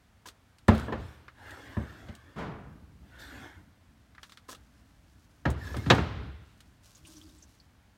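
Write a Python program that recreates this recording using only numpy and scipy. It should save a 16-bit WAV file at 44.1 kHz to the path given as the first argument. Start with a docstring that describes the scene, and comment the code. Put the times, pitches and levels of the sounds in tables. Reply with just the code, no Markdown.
"""A kitchen counter in a large hall: a plastic water filter unit is set down, turned, lifted, carried
and put on a cabinet floor. Each landing layers a boom from the boards, a knock from the shell and a
crack from the hard contact. Fittings tick, the shell rubs as it slides, and its rim squeaks once.
A work coat rustles, mostly at the end. The hall answers each blow, something thuds far away in it,
and its steady air lies under everything."""
import sys
import numpy as np
from scipy import signal
from scipy.fft import rfft, irfft, next_fast_len
from scipy.io import wavfile
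from scipy.ndimage import uniform_filter1d, map_coordinates

SR = 44100
rng = np.random.default_rng(int(sys.argv[2]) if len(sys.argv) > 2 else 0)


def dump(signal):
    """Clip the signal to [-1, 1] and save it as 16-bit WAV at the path in sys.argv[1]."""
    limited = np.clip(np.atleast_2d(signal).T, -1, 1)
    pcm = np.round(limited * 32767).astype(np.int16)
    wavfile.write(sys.argv[1], SR, pcm)


N = 351477

# hits on the counter, on the cabinet floor and in the hands: t/s, level/dB, boom/dB, crack/dB
COUNTER_HITS = [(0.682, -11, 0.5, -21.5), (0.881, -24.5, -16, -53), (0.923, -24, -10.5, -22),
                (0.933, -30.5, -25, -39), (1.767, -28, 4, -46), (1.81, -41, 3, -34), (2.085, -45, 6, -8)]
FLOOR_HITS = [(5.453, -16.5, -2, -20.5), (5.742, -31, -5, -20), (5.765, -39, 11.5, -9.5),
              (5.861, -31, 9, -12), (5.9, -8, -13.5, -4.5), (5.907, -11, -7, -19), (5.981, -22, 1, -16.5)]
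HAND_HITS = [(0.256, -35.5, -14.5, -10), (4.487, -34, -17, -11), (4.524, -38.5, -21, -9)]
# booming modes of the counter, the cabinet floor and the tank: f/Hz, level/dB, t60/s
COUNTER_MODES = [(70.4, -0.5, 0.24), (101.5, 3.5, .15), (181.6, -3.5, 0.14), (220.3, 2, 0.24),
                 (254, -8.5, 0.21), (317, -9.5, 0.088), (367, -9.5, 0.055), (583, -10, 0.14)]
FLOOR_MODES = [(72, 0.5, 0.27), (89, -6, .25), (105.5, 1, 0.2), (129.3, 2, 0.28), (167.5, 3.5, 0.16),
               (218, -5, .2), (278.3, -3.5, 0.27), (380, -13.5, 0.12)]
TANK_MODES = [(248, 8, 0.1), (333, 2, 0.065), (540, -19, 0.03)]
# resonances of the plastic shell, struck and rubbed: f/Hz, width/Hz, level/dB
SHELL_PEAKS = [(1020, 39, 1), (1283, 28, -3), (1706, 99, 3), (1890, 15, -3.5), (2058, 30, -14.5),
               (2390, 31, -10.5), (2720, 82, -7.5), (3280, 86, -7.5), (3340, 38, -8), (3880, 30, -11.5)]
RUBBED_PEAKS = [(1500, 130, -5), (1760, 87, -2), (2140, 40, -3), (2780, 120, -9.5), (3360, 270, -10.5)]
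# tone of a hit's woody middle and of its hard top: f/Hz, level/dB
KNOCK_EQ = [(60, -21), (200, 2.5), (350, 2), (700, -2.5), (1500, -4.5), (2300, -13), (3500, -24.5),
            (8000, -47.5)]
CRACK_EQ = [(800, -48), (2000, -7), (2800, 3.5), (4000, 2), (5000, -8.5), (6800, -9.5), (8500, -23),
            (15000, -34.5)]
# ring-out of the knock: f/Hz, t60/s
KNOCK_DECAY = [(100, 0.086), (500, 0.19), (1500, 0.11), (4000, 0.11)]
# ticks of the fittings and the grip: t/s, level/dB, hardness/dB
FITTING_TICKS = [(0.2855, -44.5, 1), (0.584, -59, 2), (0.6815, -36.5, 3.5), (0.749, -45.5, 1),
                 (0.7792, -46.5, 0.5), (0.797, -48.5, 2), (1.2811, -56.5, -17.5), (1.507, -51, 2),
                 (2.151, -55, 6), (4.1492, -61, -9.5), (4.1809, -61.5, -17), (4.2308, -43.5, -4),
                 (4.2949, -54.5, 0), (4.3206, -50, -1), (4.373, -50.5, -5.5), (4.494, -55.5, 12),
                 (4.5484, -49.5, 0.5), (5.5021, -51.5, 13.5), (5.7672, -44, 2.5), (5.9484, -41.5, -1),
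                 (6.605, -53.5, 1.5)]

# loose fittings chatter with a brief hiss after the landing; then the unit settles, is turned, drawn
# off the counter with one catch, and pushed home: t/s, attack/s, length/s, pressure/dB, hiss/dB
UNIT_RUBS = [(0.71, .03, 0.091, -51, -58.5), (0.97, 0.035, 0.17, -65, -68), (1.338, 0.15, 0.7, -52.5, -64),
             (2.057, 0.032, 0.37, -64, -76.5), (3.014, 0.36, 0.45, -52, -64), (3.183, .02, 0.032, -81, -58),
             (5.553, 0.12, 0.42, -55, -57)]
# body and hiss of the rubbing plastic: f/Hz, level/dB
RUB_BODY_EQ = [(40, -2.5), (70, 10.5), (110, 9), (160, -10.5), (290, 5.5), (430, -4.5), (900, -4),
               (1250, -5), (1700, 1.5), (2050, -8.5), (3400, -19.5), (5500, -32), (12000, -43.5)]
RUB_HISS_EQ = [(1500, -21), (3500, 5.5), (5500, 0), (8500, -4), (10400, -11), (12800, -6), (15500, -15.5)]

# swishes of sleeves and coat, and the body swaying under them: t/s, length/s, level/dB
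SWISHES = [(0.257, 0.026, -49.5), (4.193, 0.14, -70), (4.396, 1.0, -77), (4.483, 0.034, -48.5),
           (6.4, 0.27, -74.5), (6.812, 0.17, -64.5), (7.03, 0.172, -60), (7.245, 0.28, -68.5)]
SWAYS = [(2.6, .5, -53.5), (3.547, 0.125, -52.5), (3.752, .55, -63), (4.352, 1.1, -59), (6.3, 0.42, -58),
         (6.902, .55, -57)]
# tone of the cloth and of the sway: f/Hz, level/dB
CLOTH_EQ = [(350, -42), (600, 5), (687, -18.5), (1080, 0), (1430, -11), (1560, -2), (1810, -19), (2790, -4),
            (5740, -0.5), (15500, -14.5)]
SWAY_EQ = [(25, -42.5), (58, 10), (110, -1.5), (140, -3), (185, -3), (250, -10), (305, -5.5), (400, -24.5),
           (1000, -46)]
# the clearest folds flicking over: t/s, level/dB, f/Hz
BIG_FOLDS = [(6.949, -41, 6600), (7.0497, -41.5, 2850), (7.0701, -43.5, 9200), (7.1667, -42.5, 5850),
             (7.2124, -46.5, 3280), (7.4237, -42, 6200), (7.599, -47, 4700)]

# bumps of the distant thud: t/s, level/dB
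FAR_BUMPS = [(2.358, -40), (2.378, -35), (2.415, -41.5)]
# tone of the hall's reverb, its low boom, the distant thud and the air: f/Hz, level/dB
HALL_EQ = [(100, -14), (250, 6), (800, 1), (1400, -1), (2300, -11), (4000, -17.5), (6000, -27), (9000, -35),
           (14000, -42)]
HALL_BOOM_EQ = [(40, -16.5), (70, 1.5), (120, -1.5), (160, -8.5), (300, -13), (600, -29), (2000, -69.5)]
FAR_EQ = [(24, -36), (40, -6.5), (107, -9.5), (174, -2.5), (372, -9), (421, -3.5), (499, -14), (670, -10.5),
          (739, -13), (1120, -13.5), (3220, -28), (14000, -53.5)]
AIR_EQ = [(15, -63), (25, -10.5), (41, -2), (99, -3.5), (136, -12.5), (260, -11.5), (349, -22), (552, -23),
          (684, -21), (1110, -24), (1530, -22.5), (2700, -29.5), (3090, -29.5), (15500, -44)]
# ring-out of the hall (before its tail is faded) and of the distant thud: f/Hz, t60/s
HALL_DECAY = [(70, 1.43), (250, 0.71), (1000, 1.075), (3500, 1.6), (6000, 0.94), (12000, 0.14)]
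FAR_DECAY = [(80, 2.13), (300, 0.68), (1500, 0.94), (4000, 0.56), (10000, 0.23)]

ONE_SECOND = np.arange(SR) / SR  # time axis of a one-shot


def hits(table, boom_modes, boom_db, knock_db, shell_db, crack_db, hall_db, hall_boom_db):
    """The unit bumps: a board or the tank booms, the shell knocks, contacts crack, the hall answers."""
    out = np.zeros(N)
    for start, db, boom, crack in table:
        tilt = .13 * (crack + 16)  # a softer contact cracks less and gives a duller knock
        knock_eq = tilted(KNOCK_EQ, tilt)
        low = amp(boom + boom_db) * modes(boom_modes, scatter_db=2.5) * rise(.004)
        shell = resonant(dying(knock_eq, [(1000, 0.036)]), SHELL_PEAKS)
        mid = amp(knock_db) * dying(knock_eq, KNOCK_DECAY) + amp(shell_db) * shell
        high = amp(crack + crack_db) * dying(CRACK_EQ, [(3000, 0.064), (12000, .04)])
        reverb = amp(hall_db) * hall(tilted(HALL_EQ, tilt), echo_db=-17.5)
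        rumble = amp(boom + hall_boom_db) * hall(HALL_BOOM_EQ, echo_db=9.5)
        # the contact closes over a few milliseconds, so the crack crests just after the knock
        direct = low + mid * rise(0.001) + high * rise(0.0044)
        add(out, start, amp(db) * (direct + reverb + rumble))
    return out


def ticks():
    """Light plastic contacts snap and briefly rattle; a hard one has more edge and less body."""
    out = np.zeros(N)
    envelope = (amp(-3.5) * fade_out(.016) + amp(-7) * fade_out(0.087)) * rise(.0004)
    for start, db, hard_db in FITTING_TICKS:
        body = eq_noise([(200, -18), (800, -22), (1200, -3), (1900, -7), (2700, -17.5), (6000, -48.5)])
        snap = eq_noise([(1200, -37), (2800, -1), (4000, 1.5), (6000, -10), (9000, -32.5)])
        edge = eq_noise([(3500, -29.5), (6500, 1), (9000, 0), (10400, -4.5), (13000, -10), (16000, -9.5)])
        tick = amp(-hard_db) * body + amp(2) * snap + amp(hard_db - 3.5) * edge
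        add(out, start, amp(db) * envelope * tick)
    return out


def rubbing():
    """Fittings chatter and the unit slides; tiny slips excite the shell and a fine hiss."""
    pressure, speed = np.zeros((2, N))
    for start, attack, length, pressure_db, hiss_db in UNIT_RUBS:
        gesture = stroke(start, attack, length, release_t60=.55, sag_db_per_s=9)
        pressure += amp(pressure_db) * gesture
        speed += amp(hiss_db) * gesture
    shell = resonant(friction(spread_db=1.5), RUBBED_PEAKS)
    body = amp(3.5) * coloured(friction(spread_db=0.83), RUB_BODY_EQ) + amp(-6.5) * shell
    hiss = amp(-0.1) * coloured(friction(spread_db=1.3), RUB_HISS_EQ)
    return patchy(pressure * body + speed * hiss, depth_db=3.5)


def squeak(start=5.59, length=.12, hz=1785, sag_hz_per_s=800):
    """The rim squeaks roughly on the cabinet floor, and its pitch sinks as the push slows."""
    elapsed = np.clip(np.arange(N) / SR - start, 0, 2 * length)
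    level = move(start, length, db=-50) * amp(2.2 * wobble(70))
    return level * narrow(hz - sag_hz_per_s * elapsed, width_hz=72)


def coat():
    """Stiff cloth swishes, drones along the cabinet and flicks its folds; the body rumbles under it."""
    swish = sum(move(*row) for row in SWISHES)
    weave = amp(-2.5) * coloured(friction(spread_db=1.6), CLOTH_EQ)
    weave += amp(-5) * crinkles(per_s=320, spread_db=3.5)
    cloth = swish * amp(2 * wobble(45)) * weave
    drone = move(start=7.03, length=0.27, db=-59.5) * narrow(305, width_hz=23)
    for start, db, hz in BIG_FOLDS + small_folds(count=8):
        flick = unit(filtered(rng.standard_normal(SR), lambda f: eq_bell(f - hz, 0.09 * hz)))
        add(cloth, start, amp(db - 5.5) * rise(0.0019) * fade_out(0.052) * flick)
    sway = sum(move(*row) for row in SWAYS) * amp(-3 + 2.5 * wobble(9.1))
    return cloth + drone + sway * eq_noise(SWAY_EQ, N)


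def crinkles(per_s, spread_db):
    """Sparse snaps of fibres, mostly small and a few large."""
    snaps = rng.random(N) < per_s / SR
    sizes = amp(spread_db * np.minimum(rng.exponential(size=N), 3))
    return coloured(snaps * sizes * rng.choice([-1, 1], N), CLOTH_EQ)


def small_folds(count, span_s=(7.08, 7.5), db=-55, centre_hz=5240):
    """Lesser folds of the coat, scattered at random: rows of t/s, level/dB, f/Hz."""
    when, size, pitch = rng.random((count, 3)).T
    hz = centre_hz * 2 ** (1.4 * (pitch - .5))
    return list(zip(np.interp(when, [0, 1], span_s), db + 4 * size, hz))


def hall(spectrum, echo_db, build_s=.03, echo_s=.325, drop_db_per_s=13):
    """The reverb builds: near walls surge, the far wall echoes, then the tail drops away faster."""
    t = ONE_SECOND
    near_walls = amp(7) * np.exp(-t / 0.061)
    far_wall = amp(echo_db) * np.exp(-((t - echo_s) / .07) ** 2)
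    swell = np.minimum(t / build_s, 1) ** 2 * amp(-drop_db_per_s * np.maximum(t - echo_s, 0))
    return dying(spectrum, HALL_DECAY) * swell * (1 + near_walls + far_wall)


def far_thud():
    """A distant bump, smeared by the hall into a soft, dull wash."""
    out = np.zeros(N)
    for start, db in FAR_BUMPS:
        add(out, start, amp(db) * dying(FAR_EQ, FAR_DECAY) * rise(0.0056))
    return out


def hall_air():
    """A steady, dark bed of room tone."""
    return amp(-62) * eq_noise(AIR_EQ, N)


def modes(table, scatter_db):
    """A second of struck modes, at slightly new strengths for each hit."""
    hz, db, t60 = np.transpose(table)[:, :, None]
    strength = amp(db + scatter_db * rng.standard_normal(hz.shape))
    polarity = (-1) ** np.arange(len(hz))[:, None]
    partials = polarity * strength * fade_out(t60) * np.sin(2 * np.pi * hz * ONE_SECOND)
    return np.sum(partials, 0) / np.linalg.norm(strength)


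def dying(spectrum, decay):
    """A second of dense ringing; each frequency dies at its own speed."""
    hz, t, bands = signal.stft(eq_noise(spectrum), SR, nperseg=256)
    fade = amp(-60 * t / along(decay, hz)[:, None])
    return signal.istft(bands * fade, SR, nperseg=256)[1][:SR]


def resonant(x, peaks):
    """x through a bank of resonances, keeping its power."""
    def response(f):
        return sum((-1) ** k * amp(db) * 1j * f * width / (hz * hz - f * f + 1j * f * width)
                   for k, (hz, width, db) in enumerate(peaks))
    return unit(filtered(x, response)) * np.std(x)


def friction(spread_db):
    """Noise made of countless tiny slips of uneven size."""
    return rng.standard_normal(N) * amp(spread_db * wobble(700))


def patchy(x, depth_db):
    """x with brief, wandering resonances, as a contact patch keeps changing."""
    bands = signal.stft(x, nperseg=1024)[2]
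    patches = uniform_filter1d(rng.standard_normal(bands.shape), size=4, axis=0)  # across pitch
    patches = uniform_filter1d(patches, size=7, axis=1)  # across time
    return signal.istft(bands * amp(depth_db * unit(patches)), nperseg=1024)[1][:N]


def narrow(hz, width_hz):
    """Noise of rms 1 in one resonance, which may glide."""
    a, b = (filtered(x, lambda f: eq_bell(f, width_hz)) for x in rng.standard_normal((2, N)))
    phase = 2 * np.pi * np.cumsum(hz * np.ones(N)) / SR
    return unit(a * np.cos(phase) + b * np.sin(phase))


def stroke(start, attack, length, release_t60, sag_db_per_s=0):
    """Envelope of one gesture: it gathers speed, holds or eases off, then dies away."""
    t = np.maximum(np.arange(N) / SR - start, 0)
    sag_db = sag_db_per_s * np.maximum(t - attack, 0)
    release_db = 60 * np.maximum(t - length, 0) / release_t60
    return np.minimum(t / attack, 1) * amp(-sag_db - release_db)


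def move(start, length, db):
    """Envelope of a body movement: the longer it lasts, the more gently it starts and ends."""
    return amp(db) * stroke(start, attack=0.21 * length, length=length, release_t60=2.6 * length)


def rise(seconds):
    """Attack of a one-shot."""
    return 1 - np.exp(-ONE_SECOND / seconds)


def fade_out(t60):
    """Decay of a one-shot."""
    return amp(-60 * ONE_SECOND / t60)


def wobble(rate):
    """A smooth random curve, rate knots a second."""
    return map_coordinates(rng.standard_normal(int(N * rate / SR) + 4), [np.arange(N) * rate / SR])


def eq_noise(spectrum, samples=SR):
    """Shaped noise at rms 1."""
    return coloured(rng.standard_normal(samples), spectrum)


def eq_bell(offset_hz, width_hz):
    """A peak whose gain halves at width_hz off centre."""
    return 1 / (1 + (offset_hz / width_hz) ** 2)


def tilted(spectrum, slope):
    """A spectrum leaning by slope dB an octave."""
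    return [(hz, db + slope * np.log2(hz / 800)) for hz, db in spectrum]


def coloured(x, spectrum):
    """x with the given spectrum, at rms 1."""
    return unit(filtered(x, lambda hz: amp(along(spectrum, hz))))


def filtered(x, response):
    """x times a response of frequency."""
    m = next_fast_len(len(x) + 8192)
    return irfft(rfft(x, m) * response(np.fft.rfftfreq(m, 1 / SR)), m)[:len(x)]


def along(points, hz):
    """(Hz, value) points on a log axis."""
    f, v = np.transpose(points)
    return np.interp(np.log(hz + 1), np.log(f + 1), v)


def add(track, s, sound):
    """Mix a sound into a track at time s."""
    part = track[round(s * SR):][:len(sound)]
    part += sound[:len(part)]


def amp(db):
    return 10 ** (np.asarray(db) / 20)


def unit(x):
    return x / np.sqrt(np.mean(x ** 2) + 1e-20)


def scene():
    """The mono mix: the unit and the coat up close, the hall behind them."""
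    counter = hits(COUNTER_HITS, COUNTER_MODES, boom_db=5, knock_db=-5, shell_db=-9.5,
                   crack_db=4.5, hall_db=-26, hall_boom_db=-21)
    cabinet = hits(FLOOR_HITS, FLOOR_MODES, boom_db=2, knock_db=-5.5, shell_db=-10,
                   crack_db=3, hall_db=-27.5, hall_boom_db=-15.5)
    hands = hits(HAND_HITS, TANK_MODES, boom_db=2.5, knock_db=-13, shell_db=-4.5,
                 crack_db=-2, hall_db=-36.5, hall_boom_db=-29)
    bed = hall_air()
    return (counter + cabinet + hands + ticks() + rubbing() + squeak() + coat() + far_thud() + bed)[None]


def record(dry):
    """The microphone sheds the deepest bass, and a brick-wall filter takes off the very top."""
    low_cut_hz, top_hz = 45, 15900
    low_cut = signal.butter(N=3, Wn=low_cut_hz, btype="high", fs=SR, output="sos")
    return filtered(signal.sosfilt(low_cut, dry[0]), lambda hz: hz < top_hz)[None]


dry = scene()
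out = record(dry)
dump(out)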